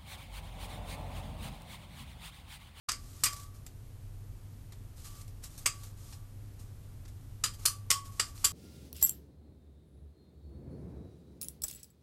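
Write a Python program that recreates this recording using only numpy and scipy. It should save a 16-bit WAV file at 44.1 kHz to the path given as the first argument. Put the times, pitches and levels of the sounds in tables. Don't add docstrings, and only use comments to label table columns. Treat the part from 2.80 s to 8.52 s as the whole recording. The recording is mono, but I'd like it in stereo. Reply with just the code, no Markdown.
import sys
import numpy as np
from scipy import signal
from scipy.fft import rfft, irfft, next_fast_len
from scipy.io import wavfile
from scipy.ndimage import uniform_filter1d

SR = 44100
rng = np.random.default_rng(int(sys.argv[2]) if len(sys.argv) > 2 else 0)


def write(x):
    x = np.atleast_2d(x).T
    wavfile.write(sys.argv[1], SR, np.round(np.clip(x, -1, 1) * 32767).astype(np.int16))


N = 252252
HIT_TIME_S = np.arange(int(.5 * SR)) / SR

# pitch_ratio, level_db, t60_s
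SLAT_MODES = [(1, 9.5, 0.5), (.968, -3, 0.58), (1.078, 5, 0.21)]
# frequency_hz, gain_db
SCRAPE_COLOUR = [(200, -19), (800, -5), (1200, -6.5), (2800, -7), (5000, -2), (8300, -0.5), (10500, -4.5),
                 (13800, -4.5)]
# frequency_hz, side_minus_mid_db
BLIND_WIDTH = [(150, -16), (690, -20.5), (1270, -0.5), (2500, 0), (6000, 1.5), (12000, 0.5)]


def slat_snaps(crack_db=-2, modes_db=-4.5, zing_db=-17, blind_db=-18, scatter_db=-9, rise_s=0.0028):
    # start_s, level_db, relative_ring_db, pitch_hz, treble_db
    snaps = [(0.0862, -29.5, -10.5, 1149, -6.5), (0.1142, -36, -23, 1156, -2),
             (0.4355, -19.5, -18.5, 1150, 3.3), (0.4601, -33.5, -18, 1143, -8.5),
             (2.857, -24.5, -18.2, 1147, -4), (4.637, -25.5, -23.5, 1165, -2.5),
             (4.853, -20, -22.5, 1157, 3), (5.102, -20, -16, 1116, 2), (5.395, -26, -20.5, 1155, -5),
             (5.642, -20.5, -17.5, 1143, 2)]
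    # frequency_hz, gain_db
    clack_colour = [(120, -16.5), (400, -15.5), (900, -17), (1200, -2.5), (1600, -6.5), (2200, -5),
                    (3900, -8.5), (4600, -3.5), (5600, -3.5), (8200, 2), (9200, -4), (10300, -6.5),
                    (13800, -9)]
    # pitch_hz, level_db, t60_s
    edge_modes = [(4700, -7, .035), (4865, 0, .045), (4960, -5, .05)]
    # pitch_hz, level_db, t60_s
    blind_modes = [(3180, 2, 0.18), (3570, 4, 0.02), (5400, 5, 0.045), (6120, -2, 0.041),
                   (6840, -14, 0.046), (8400, -13, 0.076), (9070, 10, 0.068), (9000, -25, 0.04),
                   (9550, 5, 0.044)]
    medium_db, medium_t60, chatter_slope = -27.5, 0.023, 0.44
    body_slope, zing_slope = -0.91, -1.3
    out = np.zeros((2, N))
    for start_s, db, ring_db, pitch_hz, treble_db in snaps:
        chatter_t60 = medium_t60 * undb(chatter_slope * (db - medium_db))
        hit = slat_strike(chatter_t60) * np.minimum(HIT_TIME_S / rise_s, 1)
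        tilt = [(3000, body_slope * treble_db), (6000, 0), (8000, 0.021), (11000, treble_db)]
        crack = colour(colour(hit, clack_colour), tilt)
        release = signal.unit_impulse(len(HIT_TIME_S))
        chatter = undb(scatter_db) * hit / np.linalg.norm(hit[0])
        ring = slat_ring(release + chatter, pitch_hz)
        sway_db = 3.8 * walk(65.6)[:len(HIT_TIME_S)]
        parts = [(uneven_treble(crack, spread_db=3), crack_db),
                 (ring * undb(sway_db), ring_db + modes_db),
                 (resonate(hit, edge_modes), zing_db + zing_slope * treble_db),
                 (resonate(hit, blind_modes), blind_db)]
        add(out, start_s, sum(level(part, db + part_db, size=SR // 20) for part, part_db in parts))
    return out


def slat_strike(chatter_t60, slat_t60=0.095, recess_t60=0.23, recess_db=-10, room_t60=0.21, room_db=-26):
    flurry = fade(chatter_t60) ** 2

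    def wash(decay):
        energy = np.abs(signal.fftconvolve(flurry, decay ** 2)[:len(HIT_TIME_S)])
        return stereo_noise(BLIND_WIDTH, len(HIT_TIME_S)) * np.sqrt(energy)

    grit = np.exp(0.36 * walk(753)[:len(HIT_TIME_S)])
    tail = wash(undb(recess_db) * fade(recess_t60) + undb(room_db) * fade(room_t60))
    direct = wash(fade(slat_t60)) * grit
    return direct + colour(tail, [(6000, 0.0029), (12000, -3)])


def slat_ring(drive, pitch_hz):
    return resonate(drive, [(pitch_hz * ratio, db, t60) for ratio, db, t60 in SLAT_MODES])


def uneven_treble(x, spread_db, spacing_hz=211.4):
    hz = 1600 + spacing_hz * np.arange(64)
    gain_db = spread_db * rng.standard_normal(len(hz)) * (hz > hz[0])
    return colour(x, np.transpose([hz, gain_db]))


def slat_ticks(chatter_t60=0.016, damp_t60=1.0, length_slope=-2.2, top_slope=-0.75):
    # start_s, level_db, body_db
    touches = [(0.8638, -47.5, 3), (1.921, -54.5, 4), (1.931, -60, 9), (2.244, -55, -5), (2.41, -51.5, 0.5),
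               (2.477, -54.5, -2), (2.637, -42.5, -3.5), (2.778, -44.5, -3.5), (3.034, -49.5, 0),
               (3.325, -51.5, 6), (4.2528, -58.5, 8), (4.2795, -56.5, 3.5), (4.736, -48, -0.5),
               (5.577, -54, 4)]
    out = np.zeros((2, N))
    for start_s, db, body_db in touches + loose_slat_bounces():
        fullness_db = max(body_db, 0)
        shortening = undb(length_slope * fullness_db)
        hit = slat_strike(chatter_t60 * shortening) * fade(damp_t60 * shortening)
        tilt = [(3000, body_db), (7500, 0), (12000, top_slope * fullness_db)]
        tick = colour(colour(hit, SCRAPE_COLOUR), tilt)
        add(out, start_s, level(uneven_treble(tick, spread_db=3), db, size=SR // 50))
    return out


def loose_slat_bounces(start_s=.526, first_db=-41, loss_db=6, gap_s=0.038, gap_kept=.88, body_db=0.5):
    gaps = gap_s * gap_kept ** np.arange(4)
    starts = start_s + np.cumsum(gaps) - gaps
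    return [(s, first_db - loss_db * bounce, body_db) for bounce, s in enumerate(starts)]


def paw_scrape(grain=0.098, flutter_db=0.5, ring_db=-15):
    slips = stereo_noise(BLIND_WIDTH, N) * np.exp(grain * walk(760))
    friction = uneven_treble(colour(slips, SCRAPE_COLOUR), spread_db=1)
    scrape = level(friction, 0) * paw_pressure() * undb(flutter_db * walk(60))
    ring = slat_ring(scrape, pitch_hz=1160)
    return scrape + level(ring, ring_db) * np.std(scrape)


def paw_pressure(grip_s=0.015, press_db_per_s=31, release_db_per_s=241, resting_db=-72):
    # start_s, length_s, peak_db
    strokes = [(0.15, 0.29, -51.5), (0.493, .14, -51), (0.735, 0.017, -57), (2.156, 0.092, -53.5),
               (2.236, 0.038, -47), (2.298, 0.022, -54), (2.34, 0.051, -51.5), (2.622, 0.025, -48.5),
               (2.689, 0.14, -53.5), (2.934, .14, -53), (3.163, 0.18, -52.5), (3.784, 0.019, -54),
               (4.78, 0.061, -51.5), (5.241, 0.017, -49.5), (5.307, 0.18, -51.5), (5.542, 0.19, -47)]
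    t = np.arange(N) / SR
    pressure = undb(resting_db)
    for start_s, length_s, peak_db in strokes:
        grip = np.clip((t - start_s) / grip_s, 0, 1)
        past_end_s = t - start_s - length_s
        shape_db = np.minimum(press_db_per_s * past_end_s, -release_db_per_s * past_end_s)
        pressure = np.hypot(pressure, grip * undb(peak_db + shape_db))
    return pressure


def room_tone(noise_db=-48.5, waver_db=2.5, drift_rad=0.26):
    # frequency_hz, gain_db
    room_colour = [(10, -22), (20, -4.5), (37, 0), (53, -7.5), (70, -6), (90, -4), (125, -8), (175, -19.5),
                   (265, -21), (320, -25.5), (800, -35), (2000, -41.5), (5000, -45), (13500, -43.5)]
    # frequency_hz, side_minus_mid_db
    room_width = [(30, -13), (90, -19), (170, -8.5), (400, -3), (1500, -1), (6000, 0)]
    # pitch_hz, rms_db
    hum_lines = [(36.3, -61.5), (87, -61.5), (99.8, -51), (125, -65), (200, -85)]
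    out = level(colour(stereo_noise(room_width, N), room_colour), noise_db)
    t = np.arange(N) / SR
    for hz, db in hum_lines:
        tone = np.sin(2 * np.pi * hz * t + drift_rad * walk(4.05))
        out += level(tone * undb(waver_db * walk(4.6)), db)
    return out


def undb(db):
    return 10 ** (np.asarray(db) / 20)


def fade(t60):
    return undb(-60 * HIT_TIME_S / max(t60, 1e-3))


def level(x, db, size=None):
    return x * undb(db) / np.sqrt(np.mean(x[..., :size] ** 2))


def colour(x, points):
    size = 2 * next_fast_len(x.shape[-1] // 2 + 2048)
    hz, db = np.transpose(points)
    log_hz = np.log(np.arange(size // 2 + 1) * SR / size + 1)
    gain = undb(np.interp(log_hz, np.log(hz), db))
    cepstrum = irfft(np.log(gain))
    cepstrum[1:size // 2] *= 2
    cepstrum[size // 2 + 1:] = 0
    return irfft(rfft(x, size) * np.exp(rfft(cepstrum)))[..., :x.shape[-1]]


def stereo_noise(width, size):
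    mid, side = rng.standard_normal((2, size))
    side = colour(side, width)
    return np.array([mid + side, mid - side])


def walk(rate_hz):
    hold = int(SR / rate_hz)
    steps = np.repeat(rng.standard_normal(N // hold + 1), hold)
    return level(uniform_filter1d(uniform_filter1d(steps, hold), hold)[:N], 0)


def resonate(x, modes):
    out = 0
    for hz, db, t60 in modes:
        pole = np.exp((2j * np.pi * hz - np.log(1000) / t60) / SR)
        feedback = np.poly([pole, pole.conjugate()]).real
        out = out + level(signal.lfilter([1, 0, -1], feedback, x), db)
    return out


def add(out, start_s, sound):
    start = int(start_s * SR)
    out[:, start:start + sound.shape[1]] += sound[:, :N - start]


def scene():
    # frequency_hz, left_minus_right_db
    balance = [(350, -1), (700, 5), (1270, 1), (2330, 0), (4300, -5), (7900, -3.5), (13500, -.5)]
    blind = slat_snaps() + slat_ticks() + paw_scrape()
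    left = colour(blind[0], [(hz, db / 2) for hz, db in balance])
    right = colour(blind[1], [(hz, -db / 2) for hz, db in balance])
    return np.array([left, right]) + room_tone()


def record(dry):
    open_s, fade_in_s, top_hz = .081, .01, 13950
    opened = np.clip((np.arange(N) / SR - open_s) / fade_in_s, 0, 1)
    lowpass = signal.ellip(10, .2, 70, top_hz, fs=SR, output="sos")
    return signal.sosfilt(lowpass, dry * opened)


dry = scene()
out = record(dry)
write(out)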